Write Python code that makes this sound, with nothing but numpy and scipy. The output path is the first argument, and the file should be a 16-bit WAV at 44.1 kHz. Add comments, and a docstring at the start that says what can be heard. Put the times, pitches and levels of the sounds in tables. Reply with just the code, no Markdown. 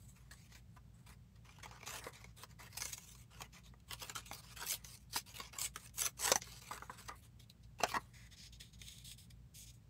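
"""Tearing paper at a craft table

Close to the microphone, a little above the table, a slip of paper is torn by hand in short pulls,
then laid down and slid into place. Fibres break in clumps of tiny clicks, creases snap, skin and
paper rub; all of it rings briefly in the sheet's modes. Behind it, somewhere in the quiet room,
two motors hum out of step."""
import sys
import numpy as np
from scipy import signal
from scipy.fft import rfft, irfft
from scipy.io import wavfile

SR = 44100
rng = np.random.default_rng(int(sys.argv[2]) if len(sys.argv) > 2 else 0)


def generate_wav(sig):
    """Save sig (samples, or channels by samples) to the path in sys.argv[1] as 16-bit PCM at SR."""
    pcm = np.round(np.clip(np.atleast_2d(sig).T, -1, 1) * 32767).astype(np.int16)
    wavfile.write(sys.argv[1], SR, pcm)


N = 436149

# Each pull, rub or slide: (start [s], length [s], crackle at start [dB], crackle at end [dB],
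# flexing over crackle [dB], finest fibres over crackle [dB], pitch of the patch between the fingers [Hz])
HAND_STROKES = [(0.0, 0.22, -73.5, -82, -4, 5, 7200), (0.16, 0.13, -71.5, -82, 3, -4, 2000),
                (0.313, 0.047, -60, -73, -3, 0, 1840), (0.371, 0.1, -70, -67, -8, -4.5, 2100),
                (0.497, 0.041, -68, -66, -7, -7, 2030), (0.552, .05, -56, -73, -5, -3.5, 2020),
                (0.7, 0.063, -90.5, -86, -8, 5, 8000), (0.767, .008, -64, -75, 7, -6, 2500),
                (0.94, 0.099, -82, -81, 3, -1, 8000), (1.067, 0.06, -62.5, -65, 2.5, 0, 2400),
                (1.358, 0.028, -66, -83, 2.5, -6, 2900), (1.449, 0.16, -64.5, -73.5, 0, -8, 2720),
                (1.633, 0.018, -50, -54.5, 1, -9, 2200), (1.673, 0.016, -67, -61.5, 3, -12, 5000),
                (1.716, 0.056, -60, -65.5, 5.5, -11, 2270), (1.793, 0.055, -68, -65, -4, -12, 2470),
                (1.866, 0.12, -50, -47, -1, -3.5, 2780), (2.014, 0.074, -64, -59.5, 11, 1, 2130),
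                (2.133, 0.18, -56.5, -72.5, -3.5, -9, 2100), (2.367, 0.068, -64, -57, -1.5, 1, 3660),
                (2.488, 0.027, -74, -66.5, 0.5, -5, 2540), (2.592, 0.083, -60, -62.5, 4, -1, 1920),
                (2.698, 0.08, -73, -62, 0, 3, 4900), (2.772, .008, -44.5, -46, -7.5, 3, 5100),
                (2.806, 0.098, -52.5, -51.5, -8.5, 2, 5950), (2.923, 0.0066, -50, -43, -11, 1, 6100),
                (2.966, 0.26, -61.5, -66.5, -9, 0, 6500), (3.309, 0.14, -65.5, -63.5, 3, -5, 2760),
                (3.53, 0.059, -57, -62.5, -2, -8.5, 2260), (3.638, 0.044, -68, -64.5, -7, -7, 3840),
                (3.869, 0.064, -76, -46, -3, 0, 3000), (3.98, 0.023, -60, -58, -12, -5, 2700),
                (4.013, 0.11, -51, -58.5, -1, -4, 2550), (4.153, 0.04, -46.5, -49, -3.5, -5, 1400),
                (4.21, .035, -67, -66, -5, -8, 2800), (4.26, .066, -54, -64, -10.5, -3, 2220),
                (4.33, 0.074, -51, -63.5, -3, 0.5, 4580), (4.422, 0.11, -63, -59, -3, -5, 4960),
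                (4.565, 0.072, -54, -46.5, -2, -3.5, 1450), (4.654, 0.065, -56.5, -41, -12, 7, 6100),
                (4.718, 0.029, -50, -46.5, -10.5, 3, 3680), (4.773, 0.061, -67, -73, -1.5, -4, 1990),
                (4.842, 0.11, -61, -59, -8.5, 3, 5100), (4.97, 0.071, -71, -77, -12, 1.5, 6000),
                (5.098, 0.068, -73, -34.5, -8.5, -0.5, 4450), (5.177, .03, -37.5, -58.5, -22, -1, 4540),
                (5.263, 0.056, -64.5, -58.5, -3, -0.5, 2700), (5.342, 0.047, -54, -52.5, -6, -3, 2500),
                (5.398, 0.096, -50.5, -63, -3.5, -9, 2430), (5.53, 0.037, -55, -55.5, 1, -3, 2500),
                (5.587, 0.07, -45.5, -39, -10.5, -0.5, 7500), (5.74, 0.12, -62, -58, -7, -0.5, 1860),
                (5.942, 0.063, -68.5, -39.5, -12, 6, 6430), (6.013, 0.057, -40, -43.5, -5, 0.5, 6150),
                (6.175, .012, -57, -59, -2, 0.5, 5930), (6.198, 0.056, -47, -37, -1, 2.5, 5830),
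                (6.271, .04, -38.5, -43, 1.5, 1, 5800), (6.316, 0.016, -32.5, -45, -6, -10, 5960),
                (6.341, 0.021, -70, -47, -21, 7.5, 6000), (6.414, 0.017, -51, -56, -17, -18, 5400),
                (6.442, 0.15, -58.5, -58.5, -6.5, -2, 4600), (6.612, 0.074, -59, -55.5, -5, -2.5, 2290),
                (6.705, 0.062, -59, -59.5, 7.5, 1.5, 1400), (6.797, 0.15, -65, -72, 2, -3.5, 1440),
                (6.904, 0.085, -66.5, -67, 3, -2.5, 1420), (6.985, 0.088, -52.5, -67, -4.5, -3.5, 1440),
                (7.085, 0.011, -44, -67.5, -4, -7, 3670), (7.099, 0.049, -71.5, -81.5, 22, 3, 980),
                (7.157, 0.044, -71, -76, -8, 6, 2200), (7.224, 0.039, -70, -69, -6, 0.5, 3500),
                (7.395, 0.038, -62.5, -68.5, -15, -2.5, 3850), (7.498, 0.019, -68, -78.5, -25, 3, 4100),
                (7.636, 0.01, -61.5, -72, -20, -7.5, 4400), (7.794, 0.038, -58.5, -52.5, 4, -10, 2600),
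                (7.837, 0.011, -36.5, -50, 10, -21, 2630), (7.869, 0.043, -51, -45.5, -10, -5, 2650),
                (7.937, .008, -52, -49, 11, -12, 2650), (7.955, 0.0096, -50, -56, 7, -11, 2620),
                (7.995, 0.14, -64, -81, -1.5, -0.5, 600), (8.139, 0.13, -62.5, -65.5, 0, -5.5, 2400),
                (8.311, 0.024, -64.5, -55.5, -6.5, -8, 3700), (8.37, 0.1, -59, -55, -13, -9, 4780),
                (8.528, 0.028, -58, -61.5, -24, -10, 3630), (8.603, 0.096, -53, -74, -13.5, -5, 3650),
                (8.732, 0.016, -60.5, -63.5, -12, -8, 3900), (8.79, .1, -65.5, -53.5, -16, -3.5, 3540),
                (8.903, .12, -56.5, -63.5, -17, -3, 3600), (9.046, 0.082, -54, -56, -19, 0, 3600),
                (9.182, 0.07, -60.5, -70.5, -16, 3, 3630), (9.302, 0.0049, -70, -65, -17, 1, 4600),
                (9.548, 0.097, -57, -59.5, -30.5, 2, 6070), (9.664, 0.039, -60.5, -58.5, -33, -3.5, 6100),
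                (9.739, 0.03, -70.5, -79.5, -20, 4, 7000)]
# Creases snapping: (time [s], level [dB], flexing over that level [dB], pitch of the popping patch [Hz])
CREASE_SNAPS = [(0.31, -41.5, -4, 1710), (0.52, -50, -6, 1910), (1.491, -44.5, -7, 2370),
                (1.523, -51, -17, 1000), (1.585, -42.5, -8.5, 880), (1.599, -50, -3, 1500),
                (1.63, -41, -10.5, 2250), (1.657, -36.5, -4.5, 875), (1.711, -36.5, -10, 830),
                (1.81, -46.5, -2, 2300), (1.83, -39, -2.5, 2280), (1.86, -38, -17, 790),
                (1.874, -27, -15.5, 845), (2.04, -30, -14, 2100), (2.067, -47.5, 13, 475),
                (2.242, -37, -9.5, 2220), (2.434, -30.5, -9.5, 1034), (2.727, -38.5, -20, 1120),
                (2.75, -38, -17, 960), (2.772, -25.5, -16.5, 855), (2.806, -25, -20, 930),
                (2.82, -21, -14, 2210), (2.854, -25.5, -14.5, 2190), (2.93, -25, -34, 2520),
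                (2.979, -32.5, -18.5, 910), (3.15, -38, -19.5, 1140), (3.406, -38.5, -4.5, 880),
                (3.418, -24.5, -15.5, 780), (3.737, -58, 3, 1930), (3.801, -45.5, -32, 2520),
                (3.909, -29.5, -10.5, 2030), (3.999, -34, -27, 2020), (4.019, -29, -16, 880),
                (4.096, -29, -15, 1600), (4.16, -27.5, -15, 2110), (4.313, -30, -2.5, 805),
                (4.573, -41, -9, 1600), (4.624, -31.5, -7, 1490), (4.632, -34, -8, 1430),
                (4.672, -24, -22, 1870), (4.687, -25.5, -26.5, 1970), (4.697, -28, -26, 2300),
                (4.708, -16.5, -42, 2250), (4.724, -30.5, -10.5, 1550), (4.738, -25, -25, 2180),
                (4.846, -29.5, -20, 2000), (5.131, -29, -27, 1960), (5.16, -24.5, -3, 914),
                (5.4, -26, -8, 1100), (5.536, -42, -27, 1000), (5.586, -24.5, -19.5, 1090),
                (5.759, -19.5, -15.5, 1296), (5.873, -36, -33, 2510), (5.894, -40.5, -26, 2520),
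                (5.971, -42, -13, 1020), (5.982, -31.5, -18, 814), (6.016, -24, -21, 810),
                (6.192, -34, -14, 1130), (6.276, -14, -17, 930), (6.317, -4.5, -13, 545),
                (6.357, -12, -12, 797), (6.419, -25.5, -15.5, 2080), (6.472, -41, -7.5, 1090),
                (6.71, -40, 7, 1000), (6.776, -32, -12, 1670), (6.822, -51.5, 12, 1390),
                (6.896, -56.5, 22.5, 1040), (7.091, -44, 8.5, 1260), (7.398, -47, -15.5, 1940),
                (7.499, -38.5, -41, 2600), (7.787, -39.5, -19, 814), (7.802, -37.5, 3, 897),
                (7.807, -32.5, -2.5, 2700), (7.835, -8, -11.5, 720), (7.89, -32, -9.5, 1160),
                (7.918, -29, -8, 1070), (7.942, -30.5, 6.5, 927), (7.96, -28.5, -0.5, 950),
                (7.968, -34, 6, 1065), (8.525, -45, -30, 2530), (8.608, -32.5, -19, 2580),
                (8.816, -30, -16.5, 2450), (9.115, -31, -27, 2610), (9.306, -42, -18, 2310)]
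# The sheet's colour while torn in the hands: (frequency [Hz], relative density [dB])
HELD_SPECTRUM = [(120, -43), (200, -14), (446, -2), (575, -4), (653, -5), (1110, 1.5), (1590, -5),
                 (1910, -3.5), (5110, -4), (5700, -8.5), (6240, -2), (9140, -14), (15500, -19)]
# Its colour while slid flat on the table: (frequency [Hz], relative density [dB])
FLAT_SPECTRUM = [(880, -22.5), (1500, -22.5), (2350, 0.5), (2830, -6), (3510, 5), (4230, -6), (5290, 4.5),
                 (5670, -21), (6500, 7), (7160, -9), (8540, -8.5), (10500, -17), (15500, -18.5)]
# The air of the room: (frequency [Hz], relative density [dB])
AIR_SPECTRUM = [(40, -8), (60, 2.5), (120, 5.5), (200, -2.5), (300, -16.5), (500, -21), (1300, -28),
                (3000, -30.5), (6500, -35), (8200, -33), (9500, -42), (15800, -37.5)]
# The motors' tones: (frequency [Hz])
MOTOR_HZ = [55.25, 58.775, 110.5, 114.03, 117.55, 119.96, 169.29, 176.33]
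# The same tones ahead of the microphone's bass cut: (rms level [dB])
MOTOR_DB = [-66.5, -67.5, -82.5, -79, -67, -79.5, -80, -79]

LAID_DOWN_S = 8.1
FLEX_TOP_HZ, FINE_FROM_HZ = 2100, 7800   # three zones: flexing, crackle, finest fibres
PATCH_DB, PATCH_OCTAVES = 7, 0.33   # the free patch rings loudest: lift and half width
CRACK_DECAY_S, FLAP_DECAY_S = 0.003, 0.0027


def from_db(db):
    """Decibels to gain."""
    return 10 ** (np.asarray(db) / 20)


def unit_rms(x):
    """Scale to unit rms."""
    return x / np.sqrt(np.mean(x ** 2) + 1e-20)


def level_at(spectrum, hz):
    """Read a spectrum's dB on a log-frequency axis."""
    points_hz, points_db = np.transpose(spectrum)
    return np.interp(np.log(hz), np.log(points_hz), points_db)


def drift(rate_hz):
    """A random wander of rms 1: coarse noise through a double one-pole low-pass."""
    step = 40
    pole = np.exp(-2 * np.pi * rate_hz * step / SR)
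    noise = rng.standard_normal(N // step + 1002)
    slow = signal.lfilter([1], [1, -2 * pole, pole * pole], noise)[1000:]
    return np.interp(np.arange(N) / step, np.arange(len(slow)), unit_rms(slow))


def mode(x, hz, width_hz):
    """A resonance that turns unit white noise into unit rms."""
    radius, angle = np.exp(-np.pi * width_hz / SR), 2 * np.pi * hz / SR
    gain = np.sqrt((1 - radius ** 2) / 2)
    return signal.lfilter([gain, 0, -gain], [1, -2 * radius * np.cos(angle), radius ** 2], x)


def hand_strokes(attack_db_per_s=2499, release_db_per_s=753):
    """Strokes set in fast, run and let go; gives crackle, flexing and fine dB and the patch's octave."""
    t = np.arange(N // 32 + 2) * 32 / SR
    start_s, length_s, first_db, last_db, flex_db, fine_db, hz = np.transpose(HAND_STROKES)[:, :, None]
    db = first_db + (last_db - first_db) * np.clip((t - start_s) / length_s, 0, 1)
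    db -= attack_db_per_s * np.maximum(start_s - t, 0)
    db -= release_db_per_s * np.maximum(t - start_s - length_s, 0)
    power = from_db(2 * np.maximum(db, -150))   # overlapping strokes add in power
    levels = [10 * np.log10(np.sum(power * from_db(2 * over), axis=0)) for over in (0, flex_db, fine_db)]
    patch_octave = np.sum(power * np.log2(hz), axis=0) / np.sum(power, axis=0)
    return [np.interp(np.arange(N) / SR, t, curve) for curve in levels + [patch_octave]]


def fibres(per_s, spread_db, clump_db):
    """Breaking fibres: random clicks of very uneven size that come in clumps; rms 1."""
    sizes = from_db(spread_db * np.minimum(rng.exponential(1, N), 4))
    signs = rng.choice([-1, 1], N)
    breaking = rng.random(N) < per_s / SR
    return unit_rms(sizes * signs * breaking * from_db(clump_db * drift(90)))


def sheet_modes(textures, zone_forces, zone_clicks, patch_octave, grip):
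    """The sheet rings in fifty short modes, which wax and wane as the grip bends it."""
    in_hand = np.arange(N) / SR < LAID_DOWN_S
    modes_hz = np.geomspace(240, 15600, 50)
    zones = (modes_hz > FLEX_TOP_HZ).astype(int) + (modes_hz > FINE_FROM_HZ)
    # the modes of a zone share its power according to the sheet's colour
    powers = [from_db(2 * level_at(sp, modes_hz)) * modes_hz for sp in (HELD_SPECTRUM, FLAT_SPECTRUM)]
    held_share, flat_share = (np.sqrt(power / np.bincount(zones, power)[zones]) for power in powers)
    ringing = np.zeros(N)
    for k, (hz, zone) in enumerate(zip(modes_hz, zones)):
        share = np.where(in_hand, held_share[k], flat_share[k])
        lift_db = PATCH_DB * np.maximum(1 - np.abs(np.log2(hz) - patch_octave) / PATCH_OCTAVES, 0)
        bending = from_db(lift_db + 3.48 * grip * drift(12.9) - 3.5)
        drive = textures[k % 3] * zone_forces[zone] + zone_clicks[zone]
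        ringing += (-1) ** k * mode(drive * share * bending, hz, width_hz=30 + 0.044 * hz)
    return ringing


def crease_snaps():
    """A crease gives a sharp click, a burst of force (crack, flap) and a hollow pop at its patch's pitch."""
    span = 2000
    t = np.arange(span) / SR
    swing = (1 - np.exp(-t / 0.00076)) * np.exp(-t / 0.0039)
    click, crack, flap, pops = np.zeros((4, N + span))
    for time_s, db, flex_db, hz in CREASE_SNAPS:
        i = round(time_s * SR)
        click[i] += from_db(db + 1)
        crack[i:i + span] += from_db(db - 16.5) * np.exp(-t / CRACK_DECAY_S)
        flap[i:i + span] += from_db(db + flex_db - 2) * np.exp(-t / FLAP_DECAY_S)
        pops[i:i + span] += from_db(db + flex_db) * swing * np.sin(2 * np.pi * hz * t)
    return click[:N], crack[:N], flap[:N], pops[:N]


def paper():
    """The slip heard close up: breaking fibres, rubbing and snaps drive the sheet's modes."""
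    crackle_db, flex_db, fine_db, patch_octave = hand_strokes()
    pull = np.clip((crackle_db + 68.5) / 22, 0, 1)
    grip = np.where(np.arange(N) / SR < LAID_DOWN_S, 1, 0.45)
    # a light touch sticks and slips, so it comes in crinkles; a hard pull runs on
    crinkle = from_db(grip * (1 - pull) * (2.05 * drift(41) - 0.5))
    crackle, flex, fine = (crinkle * from_db(db) for db in (crackle_db, flex_db, fine_db))
    click, crack, flap, pops = crease_snaps()
    zone_forces = [flex + flap, crackle + crack, fine + from_db(-5.5) * crack]
    zone_clicks = [0, click, from_db(-14) * click]
    fibre_share = grip * (0.42 + 0.34 * pull)
    breaks = np.sqrt(fibre_share) * fibres(per_s=2200, spread_db=4, clump_db=4)
    rubbing = np.sqrt(1 - fibre_share) * rng.standard_normal((3, N))
    textures = breaks + rubbing
    air_puff = from_db(-23.5) * mode(flap * (1 + 3.3 * textures[0]), hz=290, width_hz=300)
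    crease_tick = from_db(-23.5) * mode(click, hz=4000, width_hz=7000)
    return pops + air_puff + crease_tick + sheet_modes(textures, zone_forces, zone_clicks, patch_octave, grip)


def reflections(x, t60_s=0.068, level_db=-15, top_hz=5000):
    """Table and walls return a short dull tail, 4 ms behind the direct sound."""
    t = np.arange(SR // 2) / SR
    tail = rng.standard_normal(len(t)) * from_db(-60 * t / t60_s) * (t > 0.004)
    tail = signal.sosfilt(signal.butter(1, top_hz, fs=SR, output="sos"), tail)
    tail /= np.sqrt(np.sum(tail ** 2))
    return from_db(level_db) * signal.fftconvolve(x, tail)[:N]


def room_air(level_db=-62.5):
    """Steady air noise all round the microphone, mostly bass."""
    hz = np.maximum(np.fft.rfftfreq(N, 1 / SR), 1)
    spectrum = rfft(rng.standard_normal(N)) * from_db(level_at(AIR_SPECTRUM, hz))
    return from_db(level_db) * unit_rms(irfft(spectrum, N))


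def motors(in_step_s=0.283, waver_db=0.26):
    """Two motors off in the room beat against each other; each tone's level wavers a little."""
    t = np.arange(N) / SR - in_step_s
    return sum(from_db(db + waver_db * drift(1.4)) * np.sqrt(2) * np.cos(2 * np.pi * hz * t)
               for hz, db in zip(MOTOR_HZ, MOTOR_DB))


def scene():
    """In mono: the paper up close, its reflections, and the air and motors behind."""
    near = paper()
    return (near + reflections(near) + room_air() + motors())[None]


def record(dry):
    """The microphone drops the bass below 48 Hz; the top is cut steeply at 15.7 kHz."""
    bass_cut = signal.butter(6, 48, "high", fs=SR, output="sos")
    top_cut = signal.ellip(12, 0.5, 75, 15700, fs=SR, output="sos")
    return signal.sosfilt(top_cut, signal.sosfilt(bass_cut, dry))


dry = scene()
out = record(dry)
generate_wav(out)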